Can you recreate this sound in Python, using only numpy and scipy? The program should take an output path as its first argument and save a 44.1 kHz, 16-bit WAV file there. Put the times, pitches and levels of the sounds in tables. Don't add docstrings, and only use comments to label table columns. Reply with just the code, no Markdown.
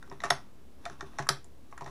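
import sys
import numpy as np
from scipy import signal
from scipy.fft import rfft, irfft
from scipy.io import wavfile
from scipy.ndimage import uniform_filter1d

SR = 44100
rng = np.random.default_rng(int(sys.argv[2]) if len(sys.argv) > 2 else 0)


def file_out(sig):
    cols = np.atleast_2d(sig).T
    lim = np.clip(cols, -1, 1)
    pcm = np.round(lim * 32767).astype(np.int16)
    wavfile.write(sys.argv[1], SR, pcm)


def invert_db(x):
    u = np.asarray(x, float) / 20
    return 10 ** u


N = 83790

# time in seconds, level in dB.
SCRAPE = [(0, -71.5), (.2, -70), (.26, -54.5), (.45, -73), (0.741, -86), (.78, -76.5), (.87, -61),
          (.95, -68.5), (1.1, -67.5), (1.17, -67.5), (1.24, -60.5), (1.4, -92), (1.67, -79), (1.71, -74),
          (1.76, -78), (1.9, -62)]
RISE_S = 0.00035


def unit(x):
    return x / np.sqrt(np.mean(x ** 2))


def band(x, hz, width):
    return signal.lfilter(*signal.iirpeak(hz, hz / width, fs=SR), x)


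def steep_band(x, hz, width):
    return band(band(x, hz, width), hz, width)


def decay(t, t60):
    return np.exp(-np.log(1000) * t / t60)


def add(out, s, x):
    i = int(s * SR)
    out[i:i + len(x)] += x[:N - i]


def walk(rate):
    k = int(SR / rate)
    return unit(uniform_filter1d(uniform_filter1d(rng.standard_normal(N), k), k))


def ring(modes, luck, force, size=6000):
    detune, scatter_db, onset_cycles = 0.006, 1.8, 1.2
    hz, db, t60 = np.array(modes).T[:, :, None]
    t = np.arange(size) / SR
    hz = hz * (1 + detune * luck[:len(modes), None])
    db = db + scatter_db * luck[-len(modes):, None]
    onset = 1 - np.exp(-(t * hz / onset_cycles) ** 2)
    tones = np.sin(2 * np.pi * hz * t) * onset * decay(t, t60)
    x = signal.fftconvolve(tones, force[None], axes=1)
    return (invert_db(db) * x / np.abs(x).max(axis=1, keepdims=True)).sum(axis=0)


def air_and_hum():
    # frequency in Hz, level in dB per Hz.
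    air_colour = [(12, -17), (20, -5), (27, -20), (66, -19.5), (106, -11.5), (333, -15.5), (767, -26),
                  (1380, -32.5), (15500, -45.5)]
    air_db, hum_hz, hum_width_hz, hum_db = -59, 69, 14, -62.5
    hz = np.maximum(np.arange(N // 2 + 1) * SR / N, 1)
    knee_hz, knee_db = np.array(air_colour).T
    colour = invert_db(np.interp(np.log(hz), np.log(knee_hz), knee_db)) * (hz > 8)
    air = unit(irfft(rfft(rng.standard_normal(N)) * colour, N))
    hum = unit(steep_band(rng.standard_normal(N), hum_hz, hum_width_hz))
    return invert_db(air_db) * air + invert_db(hum_db) * hum


def room(x):
    # frequency in Hz, t60 in seconds, level in dB.
    tail_bands = [(355, 0.21, -5.5), (679, 0.2, -7.5), (1310, 0.2, -5.5), (2700, 0.24, -9.5),
                  (5500, .22, -14), (11000, .16, -18), (7400, .18, -10)]
    onset_s = 0.0041
    t = np.arange(20000) / SR
    tail = np.zeros(len(t))
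    for hz, t60, db in tail_bands:
        fade = decay(t, t60) * np.minimum(t / onset_s, 1) ** 2
        noise = steep_band(rng.standard_normal(len(t)), hz, 0.76 * hz)
        tail += 2 * invert_db(db) * noise * fade / np.sqrt(np.sum(fade ** 2))
    return signal.fftconvolve(x, tail)[:N]


def rumble():
    # frequency in Hz, width in Hz, level in dB.
    rustle = [(35, 62, -63), (234, 193, -62.5)]
    motion_db = np.interp(np.arange(N) / SR, *np.array(SCRAPE).T) + 70
    low = sum(invert_db(db) * unit(steep_band(rng.standard_normal(N), hz, width)) for hz, width, db in rustle)
    return low * invert_db(0.49 * motion_db)


def thumps():
    # start in seconds, top level in dB, box level in dB.
    table_knocks = [
        (.08, -63, -46.5),
        (0.114, -45.5, -39),
        (0.239, -44, -37),
        (.305, -34.5, -33.5),
        (0.901, -44, -46),
        (1.019, -45, -36.5),
        (1.19, -32.5, -35),
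        (1.293, -29.5, -32.5),
        (1.81, -40.5, -41.5),
        (1.862, -44, -44),
    ]
    # frequency in Hz, level in dB, t60 in seconds.
    table_modes = [(138.7, -3, 0.21), (119, -20, 0.35), (208.7, -15.5, 0.11), (304, -4.5, 0.056),
                   (391.2, -2, 0.15)]
    rise_s = 0.0091
    swell = 1 - np.exp(-(np.arange(16000) / SR / rise_s) ** 2)
    out, push = np.zeros(N), np.ones(1)
    for s, top_db, box_db in table_knocks:
        luck = 0.3 * rng.standard_normal(20)
        add(out, s, invert_db(top_db) * swell * ring(table_modes[:3], luck, push, size=16000))
        add(out, s, invert_db(box_db) * swell * ring(table_modes[3:], luck, push, size=16000))
    return out


def scrape():
    # frequency in Hz, width in Hz, level in dB.
    rail_bands = [(1100, 830, 0.5), (2480, 440, -11.5), (3590, 760, -6.5), (5400, 1460, -8.5),
                  (9800, 1400, -14)]
    slips_per_s, uneven_db = 5000, 1.5
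    happens = rng.random(N) < slips_per_s / SR
    slips = happens * rng.standard_normal(N) * invert_db(uneven_db * rng.standard_normal(N))
    rails = sum(invert_db(db) * unit(steep_band(slips, hz, width)) for hz, width, db in rail_bands)
    stroke_db = np.interp(np.arange(N) / SR, *np.array(SCRAPE).T)
    return rails * invert_db(stroke_db + 2.5 * walk(46))


def grit():
    # start in seconds, level in dB rms, t60 in seconds.
    grinds = [
        (.026, -60, .03),
        (.203, -56, .05),
        (.2365, -43, .11),
        (.853, -50, .1),
        (1.008, -57, .08),
        (1.185, -43, .1),
        (1.224, -51, .05),
        (1.777, -57, .04),
        (1.808, -55, .1),
        (1.86, -55, .1),
    ]
    # frequency in Hz, width in Hz, level in dB.
    grain_bands = [(2900, 2000, 0), (4000, 1500, -2), (5700, 2500, -2)]
    t, out = np.arange(6000) / SR, np.zeros(N)
    for s, db, t60 in grinds:
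        grains = rng.standard_normal(6000) * invert_db(4.0 * rng.standard_normal(6000))
        colour = unit(sum(invert_db(g) * unit(steep_band(grains, hz, width)) for hz, width, g in grain_bands))
        add(out, s, invert_db(db) * colour * np.minimum(t / (2 * RISE_S), 1) * decay(t, t60))
    return out


def knocks():
    # start in seconds, frequency in Hz, peak level in dB, t60 in
    # seconds.
    part_taps = [(.1135, 985, -36, .04), (.124, 930, -42, .04), (.2037, 1930, -37.5, .02),
                 (.2035, 3890, -42, .015), (.218, 3700, -49, .008), (.237, 700, -31, .045),
                 (.238, 1160, -28, .04), (.2465, 5610, -39, .006), (.2395, 1820, -30, .045),
                 (.2535, 5600, -41, .006), (.2595, 6200, -45, .006), (.854, 2370, -34, .01),
                 (.861, 689, -34, .06), (.8618, 1330, -31, .018), (.898, 678, -41, .03),
                 (.899, 5870, -45, .006), (.8985, 1650, -40, .01), (1.008, 1300, -38, .02),
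                 (1.009, 1860, -34, .025), (1.1855, 5600, -38, .007), (1.187, 850, -31, .03),
                 (1.192, 1350, -29, .015), (1.199, 5400, -43, .007), (1.2245, 5800, -43, .008),
                 (1.2245, 2000, -43, .01), (1.2682, 1200, -30, .005), (1.719, 5800, -56, .01),
                 (1.725, 1100, -43, .022), (1.7265, 2100, -49, .01), (1.7765, 1450, -42, .01),
                 (1.809, 1900, -46, .01), (1.8205, 1040, -32, .018), (1.8435, 5500, -47, .006),
                 (1.861, 900, -38, .025), (1.861, 3700, -52, .008),
                 (.3055, 1900, -22, .025), (.3035, 11000, -30, .014), (1.0085, 3620, -38, .018),
                   (1.0085, 5800, -43, .008), (1.0115, 1300, -34, .018), (1.2895, 2120, -27, .015),
                   (1.2895, 3056, -31, .015), (1.2955, 4600, -29, .008), (1.2918, 1330, -20, .025),
                   (.8545, 3590, -37, .02), (1.81, 950, -38, .03), (1.877, 1050, -40, .02),
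                   (1.877, 3750, -52, .01), (.0268, 1450, -39, .008), (.0278, 3700, -50, .008),
                   (.099, 5500, -44, .006), (.1245, 3650, -52, .008), (.0765, 1100, -46, .008)]
    out = np.zeros(N)
    for s, *mode in part_taps:
        add(out, s, ring([mode], np.zeros(1), np.ones(1)))
    return out


def chatter(draw, hold_s, rattle_db=-15):
    fade_s, uneven_db, rattle_s = 0.00092, 2, 0.012
    t = np.arange(1600) / SR
    grains = draw[:1600] * invert_db(uneven_db * draw[1600:3200])
    burst = np.minimum(t / RISE_S, 1) * np.exp(-np.maximum(t - hold_s, 0) / fade_s) * grains
    hit = rfft(burst)
    hit = irfft(hit / np.abs(hit)) * np.sqrt(hold_s * SR)
    hit = hit * np.exp(-np.maximum(t - 2 * hold_s, 0) / fade_s)
    rattle = np.exp(-t / rattle_s) * np.minimum(t / hold_s, 1) * grains
    return hit + invert_db(rattle_db) * rattle


def crack(force, part):
    # frequency in Hz, width in Hz, level in dB.
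    snap_bands = [
        (824, 635, -4.5),
        (1630, 1080, -2),
        (4670, 4030, -2.5),
        (9880, 7700, -5.5),
    ]
    hz, width, db = snap_bands[part]
    x = steep_band(force, hz, width)
    return invert_db(db) * x / np.sqrt(np.mean(x[:200] ** 2))


def contacts():
    # frequency in Hz, level in dB, t60 in seconds.
    stock = [(560, -9, .04), (698.4, 2.5, 0.043), (869.5, -2, 0.034), (1000, -3, 0.062)]
    receiver = [(1122, 6, 0.024), (1258, 6.5, 0.018), (1381, -13.5, 0.037), (1863, 0, 0.014),
                (1920, -10.5, 0.032), (2320, -13, .01)]
    bolt = [(3080, -15.5, 0.0098), (3644, 2, 0.011), (4260, 0, .007), (4910, -8.5, 0.0035),
            (5674, 2, 0.0062), (6270, -3.5, .008)]
    edges = [(7270, 9, 0.0052), (8300, 2, .007), (9500, -9, .005), (10380, 3.5, 0.0054)]
    # start in seconds, then edge, stock, receiver and bolt levels in dB.
    push = [(0.026, -55, -56, -50, -58), (0.0747, -68, -58, -62, -64), (0.0982, -56, -58, -60, -58),
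            (0.1134, -60, -38.5, -46, -59), (0.1244, -63, -41, -50.5, -58), (0.2023, -57, -46, -45, -49),
            (0.2175, -62, -44, -51, -51), (0.2362, -36, -29, -28, -37), (0.2448, -39, -39, -35, -41),
            (0.2533, -50, -41, -35.5, -39), (0.2612, -55, -33, -38, -53)]
    pull = [(0.853, -42, -40, -42, -39), (0.8614, -54, -41, -39, -51), (0.8972, -55, -45, -47, -50),
            (1.0077, -59, -40, -37, -42), (1.0244, -65, -43, -50.5, -71), (1.1338, -67, -51, -55.5, -68),
            (1.1854, -53, -27.5, -32, -38.5), (1.1907, -50, -32.5, -31.5, -38.5),
            (1.2004, -54, -39.5, -37.5, -47.5), (1.2234, -58, -39, -49, -49),
            (1.2965, -30, -36.5, -32, -42)]
    let_go = [
        (1.4431, -45, -54, -62.5, -62.5),
        (1.7115, -57, -66, -66, -64),
        (1.7254, -62, -41.5, -50, -62),
        (1.7764, -41.5, -57, -42.5, -50),
        (1.8078, -50, -36.5, -44, -54),
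        (1.8204, -63, -37.5, -48, -56),
        (1.8432, -55, -46.5, -60, -52),
        (1.8604, -60, -39, -43, -54.5),
        (1.8754, -65, -41, -45, -54.5),
    ]
    take_up = [
        (.841, -66, -50, -60, -66),
        (.998, -70, -52, -55, -62),
        (1.2695, -46, -50, -43, -54),
        (.317, -60, -30, -31, -46),
    ]
    light_db, part_trim_db, edge_trim_db = -2.5, (-4, -3.5, -2.5), -12
    out = np.zeros((2, N))
    for s, edge_db, *parts_db in [*push, *pull, *let_go, *take_up]:
        force = chatter(rng.standard_normal(3200), hold_s=0.002)
        levels = [db + light_db + trim for db, trim in zip(parts_db, part_trim_db)]
        levels.append(edge_db + edge_trim_db)
        for part, (modes, db) in enumerate(zip((stock, receiver, bolt, edges), levels)):
            add(out[0], s, invert_db(db) * ring(modes, rng.standard_normal(20), force))
            add(out[1], s, invert_db(db) * crack(force, part))
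    return out


def blow(s, modes, ring_db, knock_db, crack_db, hold_s, rattle_db):
    out = np.zeros((2, N))
    force = chatter(rng.standard_normal(3200), hold_s, rattle_db)
    knock = crack(force, 0) + crack(force, 1)
    snap = crack(force, 2) + crack(force, 3)
    add(out[0], s, invert_db(ring_db) * ring(modes, np.zeros(20), force))
    add(out[1], s, invert_db(knock_db) * knock + invert_db(crack_db) * snap)
    return out


def bolt_home():
    # frequency in Hz, level in dB, t60 in seconds.
    home_modes = [(705, -2, 0.039), (1030, -1.5, 0.011), (1362, 3, 0.011), (1918, -3, 0.011),
                  (3570, -6, 0.018), (3820, -6, .018), (4640, -18, .012), (5500, -5, 0.016),
                  (6430, -8, .012), (8280, -16, 0.018), (10900, -12, 0.0095), (5900, -12, .01)]
    return blow(.3028, home_modes, ring_db=-16, knock_db=-28.5, crack_db=-26, hold_s=.0045, rattle_db=-22)


def bolt_stop():
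    # frequency in Hz, level in dB, t60 in seconds.
    stop_modes = [(1000, -13.5, .015), (1270, -0.5, .02), (1760, -8, .015), (3040, -15.5, .01),
                  (3575, -10, 0.014), (4210, -6, .01), (4880, -5, .012), (5410, -4, .01), (5910, -3, .007),
                  (7400, -10, .008), (8050, -11, .01), (10900, -19, .01)]
    return blow(1.2890, stop_modes, ring_db=-14.5, knock_db=-25.5, crack_db=-21, hold_s=.0016, rattle_db=-25)


def scene():
    rifle_low_hz, mic_top_hz, above_mic_db = 380, 11400, -10.5
    ring_to_room_db, taps_to_room_db = -9, -8
    hits = contacts() + bolt_home() + bolt_stop()
    rings, snaps = signal.sosfilt(signal.butter(3, rifle_low_hz, "high", fs=SR, output="sos"), hits)
    snaps = snaps + scrape()
    taps = knocks()
    echo = room(snaps + invert_db(ring_to_room_db) * rings + invert_db(taps_to_room_db) * taps)
    rifle = rings + snaps + taps + echo
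    dull = signal.sosfiltfilt(signal.butter(8, mic_top_hz, fs=SR, output="sos"), rifle)
    heard = dull + invert_db(above_mic_db) * (rifle - dull)
    return (heard + thumps() + rumble() + air_and_hum() + grit())[None]


def top_cut(x):
    return signal.sosfilt(signal.butter(12, 16330, fs=SR, output="sos"), x)


def record(dry):
    cut = signal.sosfilt(signal.ellip(8, .2, 60, 15400, fs=SR, output="sos"), dry)
    offset = -0.0057
    return top_cut(cut + offset)


dry = scene()
out = record(dry)
file_out(out)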